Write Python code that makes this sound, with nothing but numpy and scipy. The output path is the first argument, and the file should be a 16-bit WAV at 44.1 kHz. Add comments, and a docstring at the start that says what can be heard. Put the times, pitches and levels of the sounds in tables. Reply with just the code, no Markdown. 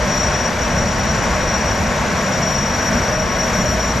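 """A gas-turbine ferry manoeuvres beside a harbour pier, heard from a terrace above it.
From the start the ducts roar, the exhaust rumbles and the intake hisses, with a weak wall echo.
Throughout, machinery hums and the compressor whines at shaft multiples, fluttering in moving air.
At 0.2 s a wandering duct drone swells; the exhaust surges near 1.2 s, its deep rumble near 1.8 s.
The drone rises out of the roar again at 3.2 s and 3.8 s."""
import sys
import numpy as np
from scipy import signal
from scipy.fft import rfft, irfft, next_fast_len
from scipy.io import wavfile
from scipy.ndimage import uniform_filter1d, map_coordinates

SR = 44100
rng = np.random.default_rng(int(sys.argv[2]) if len(sys.argv) > 2 else 0)


def wav_record(signal):
    """Record a signal, one row per channel, as 16-bit PCM in the file named by sys.argv[1]."""
    frames = np.transpose(np.atleast_2d(signal))
    bounded = np.clip(frames, -1, 1)
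    # unit amplitude maps onto the largest positive 16-bit level
    quanta = np.round(bounded * 32767).astype(np.int16)
    wavfile.write(sys.argv[1], SR, quanta)


N = 176400


def amp(db):
    """Decibels to gain."""
    return 10 ** (np.asarray(db) / 20)


def unit(x):
    """Scale to rms 1."""
    return x / np.sqrt(np.mean(np.abs(x) ** 2) + 1e-20)


def along(points, hz):
    """Interpolate (hz, value) points on a log axis."""
    knots_hz, values = np.transpose(points)
    return np.interp(np.log(hz + 1), np.log(knots_hz + 1), values)


def curve(points):
    """Interpolate (time_s, value) points per sample."""
    return np.interp(np.arange(N) / SR, *np.transpose(points))


def wobble(knots_per_s):
    """Smooth random curve."""
    knots = rng.standard_normal(int(N * knots_per_s / SR) + 4)
    return map_coordinates(knots, [np.arange(N) * knots_per_s / SR])


def filtered(x, response):
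    """Apply a frequency response."""
    size = next_fast_len(N + SR // 2)
    return irfft(rfft(x, size) * response(np.fft.rfftfreq(size, 1 / SR)), size)[..., :N]


def pan(left_minus_right_db):
    """Left and right gains."""
    return amp(np.array([[.5], [-.5]]) * left_minus_right_db)


def flutter(half_width_hz, coherence):
    """Random complex stereo gain of a tone scattered by moving air."""
    hz = np.abs(np.fft.fftfreq(N, 1 / SR))
    skirt = 1 / np.sqrt(1 + (hz / half_width_hz) ** 3.16)
    mid, side = np.fft.ifft(skirt * np.exp(2j * np.pi * rng.random((2, N))))
    spread_rad = np.arccos(coherence) / 2
    return unit(np.cos(spread_rad) * mid + np.sin(spread_rad) * np.array([side, -side]))


# Likeness of the two channels: freq_hz, coherence
COHERENCE = [(60, .98), (150, .955), (270, .905), (590, .865), (1260, .85), (2700, .85), (5800, .82),
             (12000, .75)]
# Stereo balance: freq_hz, left_minus_right_db
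BALANCE_DB = [(60, .5), (200, 0), (640, 1.5), (1160, 2), (2100, 1.5), (3500, 1.5), (4400, 4.5), (5400, 2),
              (6400, 1), (7200, -1), (8100, 7.5), (10000, 1)]
def turbulence(spectrum, patchy_db, resonances=()):
    """Turbulent stereo noise, rms 1, with patches of random gain in time and frequency."""
    def mid_side_response(hz):
        peaks_db = sum(db / (1 + (2 * (hz - centre_hz) / width_hz) ** 2)
                       for centre_hz, width_hz, db in resonances)
        spread_rad = np.arccos(along(COHERENCE, hz)) / 2
        return amp(along(spectrum, hz) + peaks_db) * [np.cos(spread_rad), np.sin(spread_rad)]

    bins = signal.stft(rng.standard_normal((2, N)), nperseg=512)[2]
    patches = uniform_filter1d(rng.standard_normal(bins.shape[1:]), size=6, axis=0)
    patches = uniform_filter1d(patches, size=16, axis=1)
    noise = signal.istft(bins * amp(patchy_db * unit(patches)), nperseg=512)[1][:, :N]
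    mid, side = filtered(noise, mid_side_response)
    stereo = np.array([mid + side, mid - side])
    return unit(filtered(stereo, lambda hz: pan(along(BALANCE_DB, hz))))


# Roar spectrum: freq_hz, relative_db
ROAR_SPECTRUM = [(150, -11), (300, -5.5), (425, -4.5), (480, 0), (660, 1), (730, -3), (980, -3), (1200, -6),
                 (1380, -5), (1650, -4.5), (1950, -5.5), (2400, -9), (2850, -14.5), (3600, -20.5),
                 (6000, -38), (12000, -70)]
# Duct resonances: centre_hz, width_hz, boost_db
DUCT_RESONANCES = [(610, 160, 0.5), (1098, 64, 5.5), (1502, 130, 2.8)]
# Roar envelope: time_s, level_db
ROAR_DB = [(0, -21), (.35, -20.5), (.55, -21.5), (.76, -20), (.92, -22), (1.15, -20), (1.35, -20.5),
           (2, -20.5), (2.4, -20.5), (2.6, -22), (2.9, -20.5), (3.12, -20.5), (3.21, -23.5), (3.33, -20.5),
           (3.53, -20.5), (3.65, -22), (4, -22)]
def duct_roar():
    """Gas flow roars through ducts with a few broad resonances."""
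    level_db = curve(ROAR_DB) + 0.21 * wobble(9)
    return amp(level_db) * turbulence(ROAR_SPECTRUM, patchy_db=0.39, resonances=DUCT_RESONANCES)


# Exhaust spectra: freq_hz, relative_db
RUMBLE_SPECTRUM = [(8, -20), (22, -18), (33, -4.5), (46, -2), (78, 0), (96, -6), (125, -16), (200, -26),
                   (900, -67)]
BODY_SPECTRUM = [(50, -48), (95, -7.5), (118, -2), (150, -2.5), (185, -0.5), (240, -1.5), (272, -12),
                 (400, -18.5), (900, -57)]
# Exhaust envelopes: time_s, level_db
RUMBLE_DB = [(0, -27.5), (.8, -25), (1.05, -28.5), (1.35, -25), (1.6, -27), (1.78, -23), (1.95, -29),
             (2.5, -30), (2.75, -28), (3.1, -25), (4, -30.5)]
BODY_DB = [(0, -26), (.35, -25), (.62, -27.5), (.78, -21.5), (.9, -27.5), (1.15, -20), (1.3, -25.5),
           (2.05, -24.5), (2.6, -23.5), (2.8, -29.5), (2.93, -22.5), (3.14, -24.5), (3.35, -27.5),
           (3.7, -22.5), (3.85, -27.5), (4, -22)]
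def exhaust():
    """Turbulent exhaust: a deep rumble under a surging body."""
    rumble = amp(curve(RUMBLE_DB)) * turbulence(RUMBLE_SPECTRUM, patchy_db=1.0)
    body = amp(curve(BODY_DB)) * turbulence(BODY_SPECTRUM, patchy_db=0.15)
    return rumble + body


# Turbine shaft: time_s, speed_hz
SHAFT_HZ = [(0, 173.5), (.4, 173.5), (.8, 173.27), (1.3, 173.3), (2, 173.05), (2.5, 173.3), (4, 173.12)]
def shaft_tone(multiple, scatter_share, half_width_hz):
    """One shaft harmonic, rms 1, its power split into direct and air-scattered parts."""
    phase = 2 * np.pi * (multiple * np.cumsum(curve(SHAFT_HZ)) / SR + rng.random())
    waver_rad = 0.23 * wobble(12)
    direct = np.sqrt(1 - scatter_share) * np.exp(1j * waver_rad)
    scattered = np.sqrt(scatter_share) * flutter(half_width_hz, coherence=1.0)
    return np.sqrt(2) * np.real(np.exp(1j * phase) * (direct + scattered))


# Blade tone envelope: time_s, relative_db
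BLADE_DB = [(0, -40.5), (.18, -25.5), (.36, -30.5), (.46, -24.5), (.56, -42), (.63, -26), (.69, -41),
            (.81, -26), (.89, -34), (1.17, -28.5), (1.3, -35.5), (1.45, -35.5), (1.51, -27), (1.77, -36.5),
            (2.16, -42.5), (2.22, -26), (2.27, -36), (2.44, -27), (2.67, -26.5), (2.72, -31), (2.87, -30),
            (3.1, -32.5), (3.16, -25.5), (3.21, -35), (3.3, -34), (3.41, -23.5), (3.52, -32.5),
            (3.57, -23.5), (3.64, -30), (3.72, -25), (3.76, -38), (3.8, -29), (4, -31.5)]
# Upper tone envelopes: time_s, level_db
OCTAVE_DB = [(0, -51.5), (1.1, -53.5), (2.05, -52.5), (2.5, -51), (2.95, -49.5), (3.25, -52), (3.55, -47),
             (4, -51)]
WHISTLE_DB = [(0, -44), (.28, -42.5), (.42, -49), (.75, -50), (.88, -42), (1.08, -47), (1.2, -39.5),
              (1.4, -52), (1.75, -45), (2.55, -42), (2.72, -50), (2.87, -43), (3.2, -52), (3.5, -47.5),
              (3.68, -43), (3.85, -39), (4, -46)]
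# Weak tones: shaft_multiple
WEAK_MULTIPLES = [24, 27, 29, 35, 37, 39, 43, 44]
# Weak tones, same order: level_db, left_minus_right_db
WEAK_MIX_DB = [(-68, 3), (-60, -3), (-52.5, 4), (-59, 3), (-48, -5), (-52, 0), (-62, -2.5), (-63, 1)]
def compressor(blades=33):
    """The blade tone fades in and out of its scattered halo, among weaker shaft harmonics."""
    blade_db = curve(BLADE_DB)
    halo_db = -33 + 0.18 * (blade_db - blade_db.mean())
    direct = amp(blade_db - 0.5) * shaft_tone(blades, scatter_share=0.034, half_width_hz=38)
    halo = amp(halo_db) * shaft_tone(blades, scatter_share=0.96, half_width_hz=38.3)
    octave = amp(curve(OCTAVE_DB)) * shaft_tone(2 * blades, scatter_share=0.91, half_width_hz=52)
    whistle = amp(curve(WHISTLE_DB)) * shaft_tone(41, scatter_share=0.67, half_width_hz=16)
    whine = pan(5.5) * (direct + halo) + pan(-0.5) * octave + whistle
    for multiple, (level_db, pan_db) in zip(WEAK_MULTIPLES, WEAK_MIX_DB):
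        gain = amp(level_db + 1.5 * wobble(6.4)) * pan(pan_db)
        whine += gain * shaft_tone(multiple, scatter_share=0.75, half_width_hz=13)
    return whine


# Drone envelope: time_s, level_db
DRONE_DB = [(0, -29.5), (.17, -27), (.4, -33.5), (.65, -34.5), (.8, -30), (1.02, -37), (1.7, -39),
            (2.3, -33), (2.6, -37), (2.97, -33), (3.17, -27), (3.5, -34.5), (3.63, -30), (3.82, -26.5),
            (4, -44)]
# Drone glide: time_s, pitch_hz
DRONE_HZ = [(0, 613.4), (.15, 597.4), (.8, 612), (2, 612.8), (2.4, 596), (2.8, 628), (2.97, 602),
            (3.3, 634.4), (3.5, 631), (3.63, 596), (3.78, 630), (4, 609)]
def duct_drone(noise_share=0.45, wander_hz=5.08):
    """The main duct resonance sings as a rough, wandering tone."""
    pitch_hz = curve(DRONE_HZ) + wander_hz * wobble(14)
    phase = 2 * np.pi * (np.cumsum(pitch_hz) / SR + rng.random())
    rough = np.sqrt(1 - noise_share) + np.sqrt(noise_share) * flutter(half_width_hz=42, coherence=0.8)
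    tone = np.sqrt(2) * np.real(rough * np.exp(1j * phase))
    return amp(curve(DRONE_DB)) * pan(2) * tone


# Hiss spectrum: freq_hz, relative_db
HISS_SPECTRUM = [(1500, -10.5), (3300, 1), (4400, 0), (5400, 1), (6600, 0.5), (7300, -5), (7900, -6),
                 (8500, -12.5), (9050, -13.5), (9800, -22.5), (11300, -22.5), (12100, -49)]
# Hiss envelope: time_s, level_db
HISS_DB = [(0, -32.7), (.2, -31.5), (.55, -33.4), (1.35, -32.5), (1.52, -33.6), (1.75, -32.7),
           (2.35, -32.6), (2.7, -33), (3.08, -32.5), (3.2, -35.5), (3.53, -32), (3.75, -33), (4, -33)]
def intake_hiss():
    """Air rushes into the intake."""
    return amp(curve(HISS_DB)) * turbulence(HISS_SPECTRUM, patchy_db=0.5)


# Machinery tones: pitch_hz, level_db, half_width_hz
HUM_TONES = [(60.8, -37.5, 0.97), (183.9, -38.5, 3.8), (241.1, -39, 6.3), (765, -40, 3.2), (907, -37, 18)]
def machinery_hum(fade_db=2):
    """Low machinery tones swell and fade at random."""
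    time_s = np.arange(N) / SR
    hum = np.zeros((2, N))
    for pitch_hz, level_db, half_width_hz in HUM_TONES:
        gain = amp(level_db + fade_db * wobble(6.04)) * pan(along(BALANCE_DB, pitch_hz))
        unsteady = flutter(half_width_hz, along(COHERENCE, pitch_hz))
        hum += gain * np.sqrt(2) * np.real(unsteady * np.exp(2j * np.pi * pitch_hz * time_s))
    return hum


def wall_echo(x, delay_s=0.0322, gain_db=-15.5, corner_hz=600):
    """A terminal wall reflects the lows and scatters the highs away."""
    reflection = lambda hz: amp(gain_db) / (1 + (hz / corner_hz) ** 2)
    return filtered(x, lambda hz: reflection(hz) * np.exp(-2j * np.pi * hz * delay_s))


def scene():
    """Flow noise and its echo, with the tones on top."""
    flow = exhaust() + duct_roar() + intake_hiss()
    return flow + wall_echo(flow) + duct_drone() + machinery_hum() + compressor()


# Phase between microphone ports: freq_hz, left_lead_rad
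PORT_LEAD_RAD = [(60, -0.05), (900, 0.04), (2670, 0.1), (3450, 0.6), (3880, -0.1), (4650, -0.3),
                 (5250, -0.4), (6460, -0.6), (7920, 0.8), (8530, 0.7), (9130, -.4), (9650, 0),
                 (11400, 0.34)]
def record(dry):
    """Two microphone ports shift phase against each other; a band limit cuts the top."""
    cutoff_hz = 12300
    ports = lambda hz: np.exp(1j * np.array([[.5], [-.5]]) * along(PORT_LEAD_RAD, hz))
    return filtered(dry, lambda hz: ports(hz) * (hz < cutoff_hz))


dry = scene()
out = record(dry)
wav_record(out)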